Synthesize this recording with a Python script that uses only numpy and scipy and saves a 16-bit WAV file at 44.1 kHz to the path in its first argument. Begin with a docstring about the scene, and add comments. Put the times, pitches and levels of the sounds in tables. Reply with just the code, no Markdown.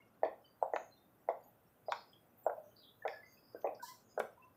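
"""High heels on stone paving in a narrow walled lane, over a faint town murmur and a thin hiss high up.
From the start, brief scuffs, rustles, thin bands and ticks (short bands of noise) fall around the steps.
Then each step is a hollow heel knock, often followed by a brighter slap of the sole: clicks ring the shoe,
and the walls throw back early echoes and a short tail. Near the end a sole is dragged over grit (coloured
noise), and one last step follows."""
import sys
import numpy as np
from scipy import signal
from scipy.io import wavfile

SR = 44100
rng = np.random.default_rng(int(sys.argv[2]) if len(sys.argv) > 2 else 0)


def wav_out(sig):
    """Save sig, one row per channel (or a flat mono array), as 16-bit PCM at SR to the path in sys.argv[1]."""
    wavfile.write(sys.argv[1], SR, np.round(np.clip(np.atleast_2d(sig).T, -1, 1) * 32767).astype(np.int16))


N = 201253  # length in samples
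TAIL_T60_S = 0.3  # time for the lane's tail to fall by 60 dB


def from_db(db):
    """Turns decibels into a gain."""
    return 10 ** (np.asarray(db) / 20)


def rms_one(x):
    """Scales a sound to an average (rms) strength of 1."""
    return x / np.sqrt(np.mean(x ** 2) + 1e-20)


def level(rows):
    """Draws a gain curve through (time_s, level_db) rows, all but silent outside them."""
    time_s, level_db = np.transpose(rows)
    return from_db(np.interp(np.arange(N) / SR, time_s, level_db, left=-200, right=-200))


def drift(rate_hz):
    """Wanders slowly at random, with rms 1: noise smoothed twice."""
    pole = np.exp(-2 * np.pi * rate_hz / SR)
    noise = rng.standard_normal(N + SR)
    smooth = signal.lfilter([1], [1, -2 * pole, pole * pole], noise)
    return rms_one(smooth[SR:])  # the first second lets the filter settle


def band(x, hz, width_hz, order=4):
    """Keeps one band of pitches; a click sent through it rings briefly."""
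    edges = np.clip([hz - width_hz / 2, hz + width_hz / 2], 10, .49 * SR)
    return signal.sosfilt(signal.butter(order, edges, "band", fs=SR, output="sos"), x)


def coloured(spectrum, patchy_db, rate_hz):
    """Adds up 24 narrow bands of noise, each with its own level and flicker; rms 1."""
    hz, level_db = np.transpose(spectrum)
    centres = np.geomspace(hz[1], hz[-1], 24)
    step = centres[1] / centres[0] - 1
    white = rng.standard_normal((2, N))  # neighbouring bands use different noises
    out = np.zeros(N)
    for k, centre in enumerate(centres):
        centre_db = np.interp(np.log(centre), np.log(hz), level_db)
        strip = band(white[k % 2], centre, step * centre, order=2)
        out += strip * from_db(centre_db + patchy_db * drift(rate_hz))
    return rms_one(out)


def add(out, start_s, x):
    """Mixes x into out from the given time."""
    i = round(start_s * SR)
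    out[i:i + len(x)] += x[:N - i]


def fading_band(noise, length_s, start_hz, end_hz, width_hz, swell):
    """Puts noise in one narrow, sliding band: it swells, then fades with a lingering end."""
    part = np.linspace(0, 1, int(min(length_s, .4) * SR))
    lowpass = signal.butter(4, width_hz / 2, fs=SR, output="sos")
    slow = signal.sosfilt(lowpass, noise)[:, -len(part):]
    # two slow noises on a turning cosine and sine make a band around the sliding pitch
    turn = 2 * np.pi * np.cumsum(start_hz + (end_hz - start_hz) * part) / SR
    shape = np.interp(part, [0, np.clip(swell, .02, .9), 1], [0, 1, 0]) ** 2.08
    return shape * rms_one(slow[0] * np.cos(turn) + slow[1] * np.sin(turn))


def town_murmur():
    """A faint low murmur of noise whose bands slowly waver."""
    # colour of the murmur: pitch_hz [Hz], level_db [dB per Hz, relative]
    town_colour = [(13, -28), (22, -24.5), (68, -13), (97, -7), (247, -5.5), (435, -10.5), (530, -9.5),
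                   (787, -12), (890, -15), (1290, -15.5), (1530, -21.5), (4770, -37), (8000, -37),
                   (10400, -67), (17600, -120)]
    return from_db(-70.5) * coloured(town_colour, patchy_db=-1.0, rate_hz=1.2)


def high_hiss():
    """A thin hiss of treble noise that grows and shrinks."""
    # colour of the hiss: pitch_hz [Hz], level_db [dB per Hz, relative]
    hiss_colour = [(4710, -47), (8000, -22.5), (8580, -14.5), (8820, -10), (10300, -7.5), (11000, -10),
                   (12300, 3), (13300, -6), (14900, 7), (15600, -8)]
    # strength of the hiss: time_s [s], level_db [dB rms]
    hiss_level = [(0.0, -93), (0.29, -83.5), (0.41, -81.5), (0.86, -81.5), (2.39, -81), (2.5, -76.5),
                  (3.82, -80.5), (3.97, -84.5), (4.56, -83)]
    return level(hiss_level) * coloured(hiss_colour, patchy_db=.7, rate_hz=2)


def steady_thin_bands():
    """Thin steady bands of noise in the hiss, and a low hum."""
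    # steady bands: pitch_hz [Hz], width_hz [Hz], level_db [dB rms]
    steady_bands = [(114.3, 15, -82.5), (9000, 50, -99), (9000, 130, -99.5), (9000, 51, -102),
                    (9740, 36, -100), (10840, 57, -96), (11460, 390, -92.5), (13900, 220, -90.5)]
    out = np.zeros(N)
    for hz, width_hz, level_db in steady_bands:
        out += from_db(level_db) * rms_one(band(rng.standard_normal(N), hz, width_hz, order=2))
    return out


def flickers():
    """Faint thin bands of noise come and go at random in the middle treble."""
    per_s, quietest_db = 25, -96
    out, draws = np.zeros(N), rng.random((200, 5))
    times = np.cumsum(-np.log(draws[:, 0])) / per_s  # random gaps
    for start_s, (_, pitch, length, loud, swell) in zip(times[times < N / SR], draws):
        hz = 2500 + 6000 * pitch
        noise = rng.standard_normal((2, SR // 8))
        flicker = fading_band(noise, 0.018 + 0.08 * length, hz, hz, 61, swell)
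        add(out, start_s, from_db(quietest_db + 10 * loud) * flicker)
    return out


def grit_drag():
    """A sole dragged over grit: patchy coloured noise that rises and dies away."""
    # strength of the drag: time_s [s], level_db [dB rms]
    drag_level = [(3.81, -104), (3.828, -56.5), (3.892, -57.5), (4.022, -77), (4.05, -90)]
    # colour of the drag: pitch_hz [Hz], level_db [dB per Hz, relative]
    drag_colour = [(2120, -44), (3600, -14), (3970, 7.5), (4740, 4.5), (5920, 11), (6610, -30), (6730, -3),
                   (7150, 8), (7750, 2.5), (9030, -2.5), (12200, -5), (13500, 4), (15600, -2)]
    return level(drag_level) * coloured(drag_colour, patchy_db=1.5, rate_hz=25)


def brief_bands():
    """Short bands of noise, broad, thin or ticking, roughened by a random flutter, with a short tail."""
    # levels in these tables are those before the swell and fade
    # broad scuffs and rustles: start_s [s], length_s [s], start_hz [Hz], end_hz [Hz],
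    # width_hz [Hz], level_db [dB rms]
    scuff_rows = [(0.721, 0.22, 6570, 6640, 915, -69.5), (1.424, 0.13, 13100, 13100, 3060, -72.5),
                  (1.886, 0.21, 4477, 4650, 1748, -62), (2.353, 0.21, 14000, 13900, 2480, -71),
                  (2.616, 0.19, 6060, 6630, 913, -82.5), (2.751, 0.14, 4530, 3940, 998, -68),
                  (2.817, 0.17, 3626, 3334, 703, -66), (3.075, 0.15, 5050, 4890, 930, -67),
                  (3.205, 0.33, 4800, 4970, 503, -76), (3.248, 0.2, 6290, 7080, 620, -78.5),
                  (3.316, 0.065, 13700, 14400, 3000, -70), (3.415, 0.24, 4937, 4930, 496, -74),
                  (3.548, 0.2, 13850, 14300, 1500, -72.5), (3.599, 0.083, 6160, 6250, 600, -76),
                  (3.743, 0.077, 4900, 5020, 695, -74), (3.85, 0.12, 3125, 3154, 502, -70),
                  (4.018, 0.23, 6670, 6660, 803, -77), (4.195, 0.12, 10550, 10250, 9000, -73)]
    # thin bands of noise at a fixed pitch, brief and fading: start_s [s], length_s [s],
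    # pitch_hz [Hz], level_db [dB rms]
    thin_rows = [(0.0, 0.073, 2197, -68.5), (0.016, 0.073, 2790, -76), (0.233, 0.069, 4470, -71.5),
                 (0.439, 0.078, 3035, -66.5), (0.446, 0.17, 4690, -75), (0.616, 0.049, 7800, -72.5),
                 (0.753, 0.083, 3930, -71.5), (0.908, 0.1, 4130, -67.5), (0.96, 0.15, 3670, -73),
                 (1.433, 0.051, 6720, -74), (1.455, 0.045, 839, -56), (1.857, 0.11, 4910, -67),
                 (2.072, 0.2, 5000, -75.5), (2.134, 0.12, 3290, -71.5), (2.431, 0.08, 7540, -70),
                 (2.57, 0.18, 610.6, -50), (2.705, 0.054, 3060, -75.5), (2.785, 0.074, 4820, -71),
                 (3.015, 0.074, 1760, -56.5), (3.125, 0.2, 1730, -58.5), (3.225, 0.15, 2066, -62),
                 (3.366, 0.054, 2580, -70.5), (3.553, 0.061, 1530, -58), (3.792, 0.058, 1526, -51.5),
                 (3.82, 0.062, 956.5, -40.5), (3.825, 0.15, 1688, -63), (3.862, 0.13, 1005, -51),
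                 (3.879, 0.12, 2030, -66), (4.089, 0.14, 4980, -72.5), (4.189, 0.089, 216, -52),
                 (4.37, 0.044, 970, -61), (4.391, 0.16, 1010, -58), (4.413, 0.098, 2664, -67.5)]
    # brief gritty ticks: start_s [s], pitch_hz [Hz], width_hz [Hz], level_db [dB rms]
    tick_rows = [(1.895, 4070, 300, -62), (2.129, 3200, 400, -59), (3.612, 3680, 5000, -70),
                 (3.745, 5270, 1190, -62.5), (4.191, 10000, 11200, -53)]
    scuff_swell, tick_swell = .12, .3  # share of the length spent rising
    thin_attack_s, tick_s = 0.0085, 0.019
    strands, strand_width_hz, strand_db = 6, 70, 2

    rows = [(*row, scuff_swell) for row in scuff_rows]
    for start_s, length_s, hz, level_db in thin_rows:
        width_hz = 39.4 + 0.03 * hz  # wider as the pitch rises
        rows.append((start_s, length_s, hz, hz, width_hz, level_db, thin_attack_s / length_s))
    for start_s, hz, width_hz, level_db in tick_rows:
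        rows.append((start_s, tick_s, hz, hz, width_hz, level_db, tick_swell))
    # thin strands streak each scuff, spread over its width and starting within its first half
    for start_s, length_s, start_hz, end_hz, width_hz, level_db in scuff_rows:
        each_db = level_db + strand_db - 10 * np.log10(strands)
        for k, (late, pitch) in enumerate(rng.random((strands, 2))):
            wait = late / 2
            hz = start_hz + wait * (end_hz - start_hz) + width_hz * ((k + pitch) / strands - .5)
            rows.append((start_s + wait * length_s, (1 - wait) * length_s, hz, hz,
                         strand_width_hz, each_db, scuff_swell))

    out = np.zeros(N)
    flutter = from_db(2 * drift(51))  # 2 dB rms of roughness
    for start_s, *sound, level_db, swell in rows:
        noise = rng.standard_normal((2, SR // 2))
        rough = noise * np.roll(flutter, -round(start_s * SR))[:SR // 2]
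        add(out, start_s, from_db(level_db) * fading_band(rough, *sound, swell))

    t = np.arange(SR // 3) / SR
    tail = rng.standard_normal(len(t)) * from_db(-37.5 - 60 * t / TAIL_T60_S)
    tail[0] = 1  # the direct sound
    return signal.fftconvolve(out, tail)[:N]


def shoe_blow(hz, low_db, second_db, middle_db, upper_db, bright_hz, fall_db):
    """One click rings the knock and the shoe's other modes; returns the bare knock and the whole blow."""
    # what a shoe rings with beside the knock, low to high: pitch_hz [Hz], width_hz [Hz]
    other_modes = [(330, 94), (1060, 190), (1430, 346), (1940, 402), (2400, 400), (3300, 820), (4800, 1740),
                   (6900, 1400), (12200, 2000)]
    # what each upper ring has of its own: level_db [dB]
    own_db = [2.3, -2, -3, -3.5, -6.5, -6.5]
    click = np.full(SR // 10, 1e-18)
    click[0] = 1
    knock = band(click, hz, 400)
    hollow = band(knock, hz, 58, order=1)  # the hollow heel rings on at the knock's pitch
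    rings = [band(click, *mode) for mode in other_modes]

    # up to three tiny rebounds within 1.4 ms streak the upper rings
    chatter = np.zeros(SR // 100)
    rebounds = (rng.uniform(.2, 1, 3) * .0014 * SR).astype(int)
    chatter[rebounds] = from_db(-4.5) * rng.choice([-1, 1], 3)
    chatter[0] = 1
    upper_rings = [signal.lfilter(chatter, 1, ring) for ring in rings[3:]]

    # upper rings weaken with each octave away from the brightest pitch
    upper_hz = np.transpose(other_modes)[0, -len(own_db):]
    upper_levels = upper_db + np.array(own_db) - fall_db * np.abs(np.log2(upper_hz / bright_hz))
    modes = [knock, hollow, *rings[:3], *upper_rings]
    levels_db = [0, -10, low_db, second_db, middle_db, *upper_levels]
    blow = sum(from_db(db) * mode / np.abs(mode).max() for db, mode in zip(levels_db, modes))
    return knock, blow


def walled_lane(tail_db):
    """The lane's answer to a blow: direct sound, wall echoes and a dying scatter of reflections."""
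    # echoes from near walls: delay_s [s], level_db [dB against the direct sound]
    wall_echoes = [(.0062, -12), (.0125, -25), (.027, -26.5)]
    tail_rise_s, tail_low_hz = 0.00033, 400
    t = np.arange(SR // 2) / SR
    lane = rng.standard_normal(len(t)) * from_db(tail_db - 60 * t / TAIL_T60_S)
    lane *= 1 - np.exp(-t / tail_rise_s)
    # the open sky lets lows escape
    lane = signal.lfilter([1, -1], [1, -np.exp(-2 * np.pi * tail_low_hz / SR)], lane)
    lane[0] = 1
    for delay_s, echo_db in wall_echoes:
        lane[round(delay_s * SR)] += from_db(echo_db)
    return lane


def steps():
    """Heel and sole blows: a soft first touch, then the ringing shoe answered by the lane."""
    # dull heel knocks: start_s [s], peak_db [dB, knock alone], knock_hz [Hz], then against the knock:
    # low_ring_db, middle_ring_db, upper_rings_db [dB]; tail_db [dB against the direct sound, before its low cut]
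    heel_rows = [(0.232, -20, 646, -29.5, -31, -21, -30.5), (0.625, -19.5, 698, -48, -29.5, -68, -34),
                 (0.735, -24, 646, -23.5, -24.5, -22, -32.5), (1.287, -21.5, 675, -39.5, -25, -23, -33.5),
                 (1.883, -31.5, 638, -47, -35, -39, -28), (2.464, -21.5, 663, -34.5, -21.5, -61.5, -29.5),
                 (3.051, -28.5, 646, -38, -14, -24, -26.5), (3.546, -39, 477, -37, -22.5, -45, -30.5),
                 (3.644, -25.5, 613, -26.5, -48, -30.5, -26), (4.176, -29.5, 596, -51, -9.5, -46, -25.5)]
    # brighter sole slaps after the heel: the same columns, then brightest_hz [Hz],
    # fall_db [dB per octave, upper rings away from the brightest]
    sole_rows = [(0.249, -35, 635, -12.5, -40, -13, -30.5, 2700, 14.5),
                 (0.76, -28.5, 739, -28, -7, -9, -36.5, 2100, 10.5),
                 (1.299, -32.5, 595, -39, -23, -25, -30.5, 4000, 18),
                 (1.92, -27, 944, -35.5, -4.5, -6, -35.5, 3400, 9.5),
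                 (2.496, -34, 670, -47, -7.5, -27, -39, 1940, 34),
                 (3.078, -38, 633, -43, -24, -0.5, -34.5, 1940, 6.5),
                 (3.671, -34, 579.8, -16.5, -27, -11.5, -34, 2400, 49),
                 (4.2, -26, 587, -42, -5.5, -12, -36.5, 2900, 16)]
    # a heel hardly wakes the upper rings: brightest Hz, fall in dB per octave;
    # the last value is the ring just above the knock, in dB against it
    blows = [(*heel, 1940, 57, -23) for heel in heel_rows]
    blows += [(*sole, -11.5) for sole in sole_rows]
    touch_early_s, touch_db, blow_late_s = 0.00792, -27.5, .0025  # both times from start_s to the crest

    out = np.zeros(N)
    for (start_s, peak_db, hz, low_db, middle_db, upper_db, tail_db,
         bright_hz, fall_db, second_db) in blows:
        knock, blow = shoe_blow(hz, low_db, second_db, middle_db, upper_db, bright_hz, fall_db)
        crest_s = np.abs(knock).argmax() / SR
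        touch = from_db(peak_db + touch_db) * knock / np.abs(knock).max()
        add(out, start_s - touch_early_s - crest_s, touch)
        heard = signal.fftconvolve(blow, walled_lane(tail_db))
        add(out, start_s + blow_late_s - crest_s, -from_db(peak_db) * heard)
    return out


def scene():
    """Steps, a drag and brief bands of noise over the murmur and hiss."""
    background = town_murmur() + high_hiss() + steady_thin_bands() + flickers()
    return (background + grit_drag() + brief_bands() + steps())[None]


def record(dry):
    """Cuts the top steeply, 60 dB down from 15.9 kHz, and adds a trace of converter noise."""
    steep = signal.cheby2(24, 60, 15900, fs=SR, output="sos")
    return signal.sosfilt(steep, dry) + from_db(-105) * rng.standard_normal(dry.shape)


dry = scene()
out = record(dry)
wav_out(out)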